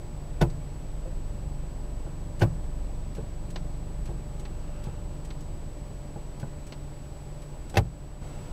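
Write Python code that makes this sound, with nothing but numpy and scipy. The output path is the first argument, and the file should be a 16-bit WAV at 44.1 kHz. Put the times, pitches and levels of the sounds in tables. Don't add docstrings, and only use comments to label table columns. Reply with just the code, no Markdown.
import sys
import numpy as np
from scipy import signal
from scipy.fft import rfft, irfft, next_fast_len
from scipy.io import wavfile

SR = 44100
rng = np.random.default_rng(int(sys.argv[2]) if len(sys.argv) > 2 else 0)


def file_out(sig):
    cols = np.atleast_2d(sig).T
    lim = np.clip(cols, -1, 1)
    pcm = np.round(lim * 32767).astype(np.int16)
    wavfile.write(sys.argv[1], SR, pcm)


N = 375732
T = np.arange(N) / SR

# t/s, firing rate/Hz
IDLE = [(0, 22.4), (1.1, 22.1), (1.6, 24.4), (3, 23.2), (4, 24.7), (5.3, 23), (6.15, 20.9), (7.4, 19.8),
        (8.52, 20.6)]
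# multiple of firing rate, level re boom/dB
ORDERS = [(1, -2), (2, -5), (3, -20), (4, -14.5), (5, -17.5), (6, -24.5), (7, -18.5), (9, -25), (11, -30.5)]
# f/Hz, relative density/dB
RUMBLE_COLOUR = [(30, 0.5), (60, 2), (90, -5), (130, -5.5), (190, -10.5), (250, -13.5), (330, -12.5),
                 (450, -17), (600, -18.5), (800, -22), (1100, -27.5), (1800, -42.5), (4000, -64)]
USUAL_FIRING_HZ, BOOM_DB, BOOM_DB_PER_HZ = 23.3, -33.0, 2


def engine(uneven_db=2.1, order_flutter_db=2.5, rumble_db=-40.5, throb=0.13):
    firing_hz = np.interp(T, *np.transpose(IDLE))
    boom_db = BOOM_DB + BOOM_DB_PER_HZ * np.minimum(firing_hz - USUAL_FIRING_HZ, 0)
    phase = 2 * np.pi * np.cumsum(firing_hz * (1 + 0.0054 * drift(4.6))) / SR
    boom = 0
    for order, db in ORDERS:
        if order <= 2:
            flutter_db, lag = uneven_db, 0
        else:
            flutter_db = order_flutter_db
            lag = rng.uniform(0, 2 * np.pi) + .5 * drift(1.5)
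        gain = from_db(db + flutter_db * drift(4.6))
        boom = boom - np.sqrt(2) * np.cos(order * phase - lag) * gain
    throbbing = noise(RUMBLE_COLOUR) * (1 + throb * np.cos(phase))
    rumble = throbbing * from_db(rumble_db + 0.16 * (boom_db - boom_db.mean()))
    return boom * from_db(boom_db) + rumble


# t/s, level before low-pass/dB, f/Hz
SHUDDERS = [(.44, -30, 32), (1.03, -23, 27.2), (1.23, -27, 27)]


def shudder(t60_s=0.97, onset_hz=70):
    mounts = signal.butter(2, onset_hz, fs=SR, output="sos")
    return signal.sosfilt(mounts, pings(SHUDDERS, t60_s))


# f/Hz, relative density/dB
CRACK_COLOUR = [(300, 10.5), (800, 8), (1150, -6.5), (1500, -1.5), (2100, 2), (3000, -2), (4300, -6),
                (6000, -9.5), (8000, -17), (11000, -18), (15500, -27)]


def gate_changes(knock_db=-5.5):
    rows = clunk_contacts()
    thump = thumps(rows[:, :3], t60_s=0.18, cabin_db=6.0)
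    knock = knocks(rows[:, [0, 3]], soft_hz=5000, chatter=0.06, chatter_t60_s=0.041, spread_db=1.5,
                   trim_db=-0.5, trim_t60_s=0.13, trim_rise_s=0.0032)
    crack = noise(CRACK_COLOUR) * bursts(rows[:, [0, 4]], rise_s=0.0015, t60_s=0.05)
    plastic_ring = pings(rows[:, [0, 5, 6]], t60_s=0.056)
    return thump + from_db(knock_db) * knock + crack + plastic_ring


# strike t/s, slide before it/s, thump level/dB, thump f/Hz, crack level/dB, ring level/dB,
# ring f/Hz, landing thump level/dB, landing thump f/Hz, landing ring f/Hz
CLUNKS = [(.414, 0.0055, -17.5, 138.6, -25, -25, 950, -15, 55.7, 578),
          (2.419, .011, -18.5, 116.6, -26.5, -24, 1557, -13, 104.5, 330),
          (7.770, .029, -17.5, 99, -12, -15, 790, -13, 93.9, 214)]
STRIKE_KNOCK_DB = -18.5
DETENT_THUMP_DB, DETENT_KNOCK_DB, DETENT_CRACK_DB = -33, -31.5, -35
DETENT_RING_DB, DETENT_RING_HZ, DETENT_GROWTH_DB = -31.5, 815, 4
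LANDING_S, LANDING_KNOCK_DB, LANDING_CRACK_DB, LANDING_RING_DB = .008, -22.5, -33.5, -20


def clunk_contacts():
    rows = []
    for (s, slide_s, thump_db, thump_hz, crack_db, ring_db, ring_hz,
         landing_db, landing_hz, landing_ring_hz) in CLUNKS:
        for lead_s, up_db in ((slide_s, 0), (slide_s / 2, DETENT_GROWTH_DB)):
            rows.append((s - lead_s, DETENT_THUMP_DB + up_db, thump_hz, DETENT_KNOCK_DB + up_db,
                         DETENT_CRACK_DB + up_db, DETENT_RING_DB + up_db, DETENT_RING_HZ))
        rows.append((s, thump_db, thump_hz, STRIKE_KNOCK_DB, crack_db, ring_db, ring_hz))
        rows.append((s + LANDING_S, landing_db, landing_hz, LANDING_KNOCK_DB,
                     LANDING_CRACK_DB, LANDING_RING_DB, landing_ring_hz))
    return np.array(rows)


# f/Hz, relative level/dB, t60/s
CABIN = [(45.6, -15.5, 0.76), (60.5, -17, 0.76), (111, -19.5, 0.24), (126, -18.5, 0.45), (169.2, -18, 0.48)]


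def thumps(rows, t60_s, cabin_db):
    push = np.zeros(N)
    push[(rows[:, 0] * SR).astype(int)] = from_db(rows[:, 1] + cabin_db)
    boom = 0
    for k, (hz, mode_db, mode_t60_s) in enumerate(CABIN):
        boom = boom + (-1) ** k * from_db(mode_db) * ring(push, hz, mode_t60_s)
    return pings(rows, t60_s) + boom


# f/Hz, relative level/dB, t60/s
CONSOLE = [(151.7, -7, 0.45), (219, -6, 0.22), (341.7, -2.5, 0.14), (445, -4, 0.15), (553, -4.5, 0.098),
           (670, -3.5, 0.058), (781, -2.5, 0.055), (828, 0, 0.051), (993, -11, 0.072), (1347, -14.5, 0.056),
           (1514, -4, 0.033), (1940, -30, 0.054), (2320, -21, 0.019), (2590, -16.5, 0.075)]
# f/Hz, relative density/dB
TRIM_COLOUR = [(190, 2.5), (260, -1), (350, -6), (500, -3.5), (800, -10), (1300, -19.5), (3000, -43.5)]


def knocks(rows, soft_hz, chatter, chatter_t60_s, spread_db, trim_db, trim_t60_s, trim_rise_s):
    s, db = rows.T
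    rattle = chatter * bursts(rows, rise_s=0.00099, t60_s=chatter_t60_s)
    console = np.zeros(N)
    for k, (hz, mode_db, t60_s) in enumerate(CONSOLE):
        force = rattle * rng.standard_normal(N)
        hit_db = db + spread_db * rng.standard_normal(len(s))
        force[(s * SR).astype(int)] += (-1) ** k * from_db(hit_db)
        softness = 1 / (1 + (hz / soft_hz) ** 2)
        console += from_db(mode_db) * softness * ring(force, hz, t60_s)
    trim = noise(TRIM_COLOUR) * bursts(rows, rise_s=trim_rise_s, t60_s=trim_t60_s)
    return console + from_db(trim_db) * trim


# push t/s, snap back t/s, stop bump level/dB, snap level/dB
NUDGES = [(3.149, 3.558, -25, -31.5), (4.055, 4.451, -25.5, -38.5), (4.837, 5.304, -25, -38),
          (6.397, 6.722, -25, -35)]
# t/s, thump level/dB, thump f/Hz, knock level before bump_db/dB
GRIPS = [(1.058, -37, 520, -42), (2.065, -40, 122, -39.5), (6.158, -31, 130, -38)]
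# t/s, level before tick_db/dB, ring f/Hz
OTHER_TICKS = [(.499, -52, 4470), (2.394, -44.5, 8530), (5.406, -51.5, 6500), (7.418, -50.5, 10550),
               (7.695, -46.5, 8750)]
# f/Hz, relative density/dB
SNAP_COLOUR = [(300, 10), (900, 1.5), (1400, -2), (1750, -0.5), (2100, -4), (2500, -1), (3200, -5),
               (4400, -3), (5200, -12), (6200, -12), (8000, -30), (15000, -34)]
PUSH_TICK_DB, PUSH_TICK_HZ = -47.5, 10900
RELEASE_TICK_DB, RELEASE_TICK_HZ, RELEASE_LEAD_S = -47.5, 8560, .056
TAKE_UP_S, TAKE_UP_DB, TRAVEL_S = 0.0193, -46.5, .033
BUMP_HZ, BUMP_KNOCK_DB = 133, -35


def nudges(bump_db=-5.5, tick_db=0.5):
    ticks, stops, springs = list(OTHER_TICKS), list(GRIPS), []
    for push_s, snap_s, stop_db, snap_db in NUDGES:
        ticks.append((push_s, PUSH_TICK_DB, PUSH_TICK_HZ))
        ticks.append((snap_s - RELEASE_LEAD_S, RELEASE_TICK_DB, RELEASE_TICK_HZ))
        stops.append((push_s + TRAVEL_S, stop_db, BUMP_HZ, BUMP_KNOCK_DB))
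        springs += [(push_s + TAKE_UP_S, TAKE_UP_DB), (snap_s, snap_db)]
    rows = np.array(stops)
    thump = thumps(rows[:, :3], t60_s=0.15, cabin_db=-0.5)
    knock = knocks(rows[:, [0, 3]], soft_hz=1140, chatter=0.089, chatter_t60_s=0.077, spread_db=5.5,
                   trim_db=0.5, trim_t60_s=0.19, trim_rise_s=.008)
    snaps = noise(SNAP_COLOUR) * bursts(springs, rise_s=0.001, t60_s=0.07)
    return thump + from_db(bump_db) * knock + from_db(tick_db) * switch_ticks(ticks) + snaps


# f/Hz, relative density/dB
TICK_COLOUR = [(1200, 5), (2800, 4), (4500, 3.5), (7000, 1.5), (11500, -6), (15500, -14)]


def switch_ticks(ticks, width_hz=1100, ring_db=1.0):
    grain, out = noise(TICK_COLOUR), np.zeros(N)
    for s, db, hz in ticks:
        tick = grain * bursts([(s, db)], rise_s=0.0018, t60_s=0.078)
        b, a = signal.iirpeak(hz, hz / width_hz, fs=SR)
        out += tick + from_db(ring_db) * signal.lfilter(b, a, tick + 1e-18)
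    return out


# start t/s, swell/s, start to release/s, level/dB
BRUSHES = [(4.25, .55, 0.67, -60.5), (8.2, .012, .3, -62.5)]
# f/Hz, relative density/dB
BRUSH_COLOUR = [(800, -8), (1300, 6), (1900, -7), (2400, -6), (2750, 0.5), (3200, -9), (5000, -13),
                (12000, -26)]
BRUSH_RELEASE_S = .15


def brushes():
    strokes = 0
    for s, swell_s, length_s, db in BRUSHES:
        fade = 1 - ramp(s + length_s, BRUSH_RELEASE_S)
        strokes = strokes + from_db(db) * ramp(s, swell_s) * fade
    return strokes * noise(BRUSH_COLOUR)


# f/Hz, level/dB
FAN = [(144.3, -47), (295, -59.5), (589.5, -58), (836, -65.5), (968, -70.5)]
# f/Hz, relative density/dB
HISS_COLOUR = [(700, 7), (1400, 5), (2800, 1.5), (3700, -1.5), (4600, -0.5), (5600, -4), (8000, -6),
               (11000, -10), (15500, -16)]


def fan(waver_hz=1.23, flutter_db=2.0, hiss_db=-57.5):
    tones = 0
    for hz, db in FAN:
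        phase = 2 * np.pi * np.cumsum(hz + waver_hz * drift(3.11)) / SR
        tones = tones + np.sqrt(2) * np.sin(phase) * from_db(db + flutter_db * drift(4.7))
    return tones + from_db(hiss_db) * noise(HISS_COLOUR)


WHINE_HZ, FLIPS_PER_S = 7867, 29.97


def camera_whine(whine_db=-60.0, sharpness=30):
    flips = np.tanh(sharpness * np.sin(np.pi * FLIPS_PER_S * T))
    return from_db(whine_db) * np.sqrt(2) * np.sin(2 * np.pi * WHINE_HZ * T) * flips


def from_db(db):
    return 10 ** (np.asarray(db) / 20)


def rms_one(x):
    return x / np.sqrt(np.mean(x ** 2) + 1e-20)


def ramp(start_s, length_s):
    return np.clip((T - start_s) / length_s, 0, 1)


def drift(rate_hz):
    r = np.exp(-200 * np.pi * rate_hz / SR)
    white = rng.standard_normal(N // 100 + 2002)
    slow = signal.lfilter([1], [1, -2 * r, r * r], white)[2000:]
    return np.interp(np.arange(N) / 100, np.arange(len(slow)), rms_one(slow))


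def noise(spectrum):
    size = next_fast_len(N)
    hz = np.maximum(np.arange(size // 2 + 1) * SR / size, 1)
    points_hz, db = np.transpose(spectrum)
    colour = from_db(np.interp(np.log(hz), np.log(points_hz), db))
    gain = colour / (1 + (points_hz[0] / 2 / hz) ** 2)
    return rms_one(irfft(rfft(rng.standard_normal(size)) * gain, size)[:N])


def ring(force, hz, t60_s):
    r, w = from_db(-60 / (t60_s * SR)), 2 * np.pi * hz / SR
    return signal.lfilter([0, np.sin(w)], [1, -2 * r * np.cos(w), r * r], force + 1e-18)


def bursts(events, rise_s, t60_s):
    out = np.zeros(N)
    for s, db in events:
        at = int(s * SR)
        age_s = T[:min(SR // 2, N - at)]
        decay = from_db(db - 60 * age_s / t60_s)
        out[at:at + len(age_s)] += decay * (1 - np.exp(-age_s / rise_s))
    return out


def pings(rows, t60_s):
    out = np.zeros(N)
    for s, db, hz in rows:
        at = int(s * SR)
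        age_s = T[:min(SR // 2, N - at)]
        decay = from_db(db - 60 * age_s / t60_s)
        out[at:at + len(age_s)] += np.sin(2 * np.pi * hz * age_s) * decay
    return out


LEVEL_DB, DIP_START_S, DIP_DB, DIP_END_S, AFTER_DIP_DB = -1.1, 7.81, -2.5, 8.21, 2.0
LEVEL_GLIDE_S = 0.009


def scene():
    dip_db = DIP_DB * ramp(DIP_START_S, LEVEL_GLIDE_S)
    rise_db = (AFTER_DIP_DB - DIP_DB) * ramp(DIP_END_S, LEVEL_GLIDE_S)
    cabin = engine() + shudder() + gate_changes() + nudges() + brushes() + fan()
    return ((cabin + camera_whine()) * from_db(LEVEL_DB + dip_db + rise_db))[None]


CUTOFF_HZ = 15600


def record(dry):
    heard = signal.sosfilt(signal.butter(1, 8, "high", fs=SR, output="sos"), dry)
    return signal.sosfilt(signal.ellip(12, .1, 90, CUTOFF_HZ, fs=SR, output="sos"), heard)


dry = scene()
out = record(dry)
file_out(out)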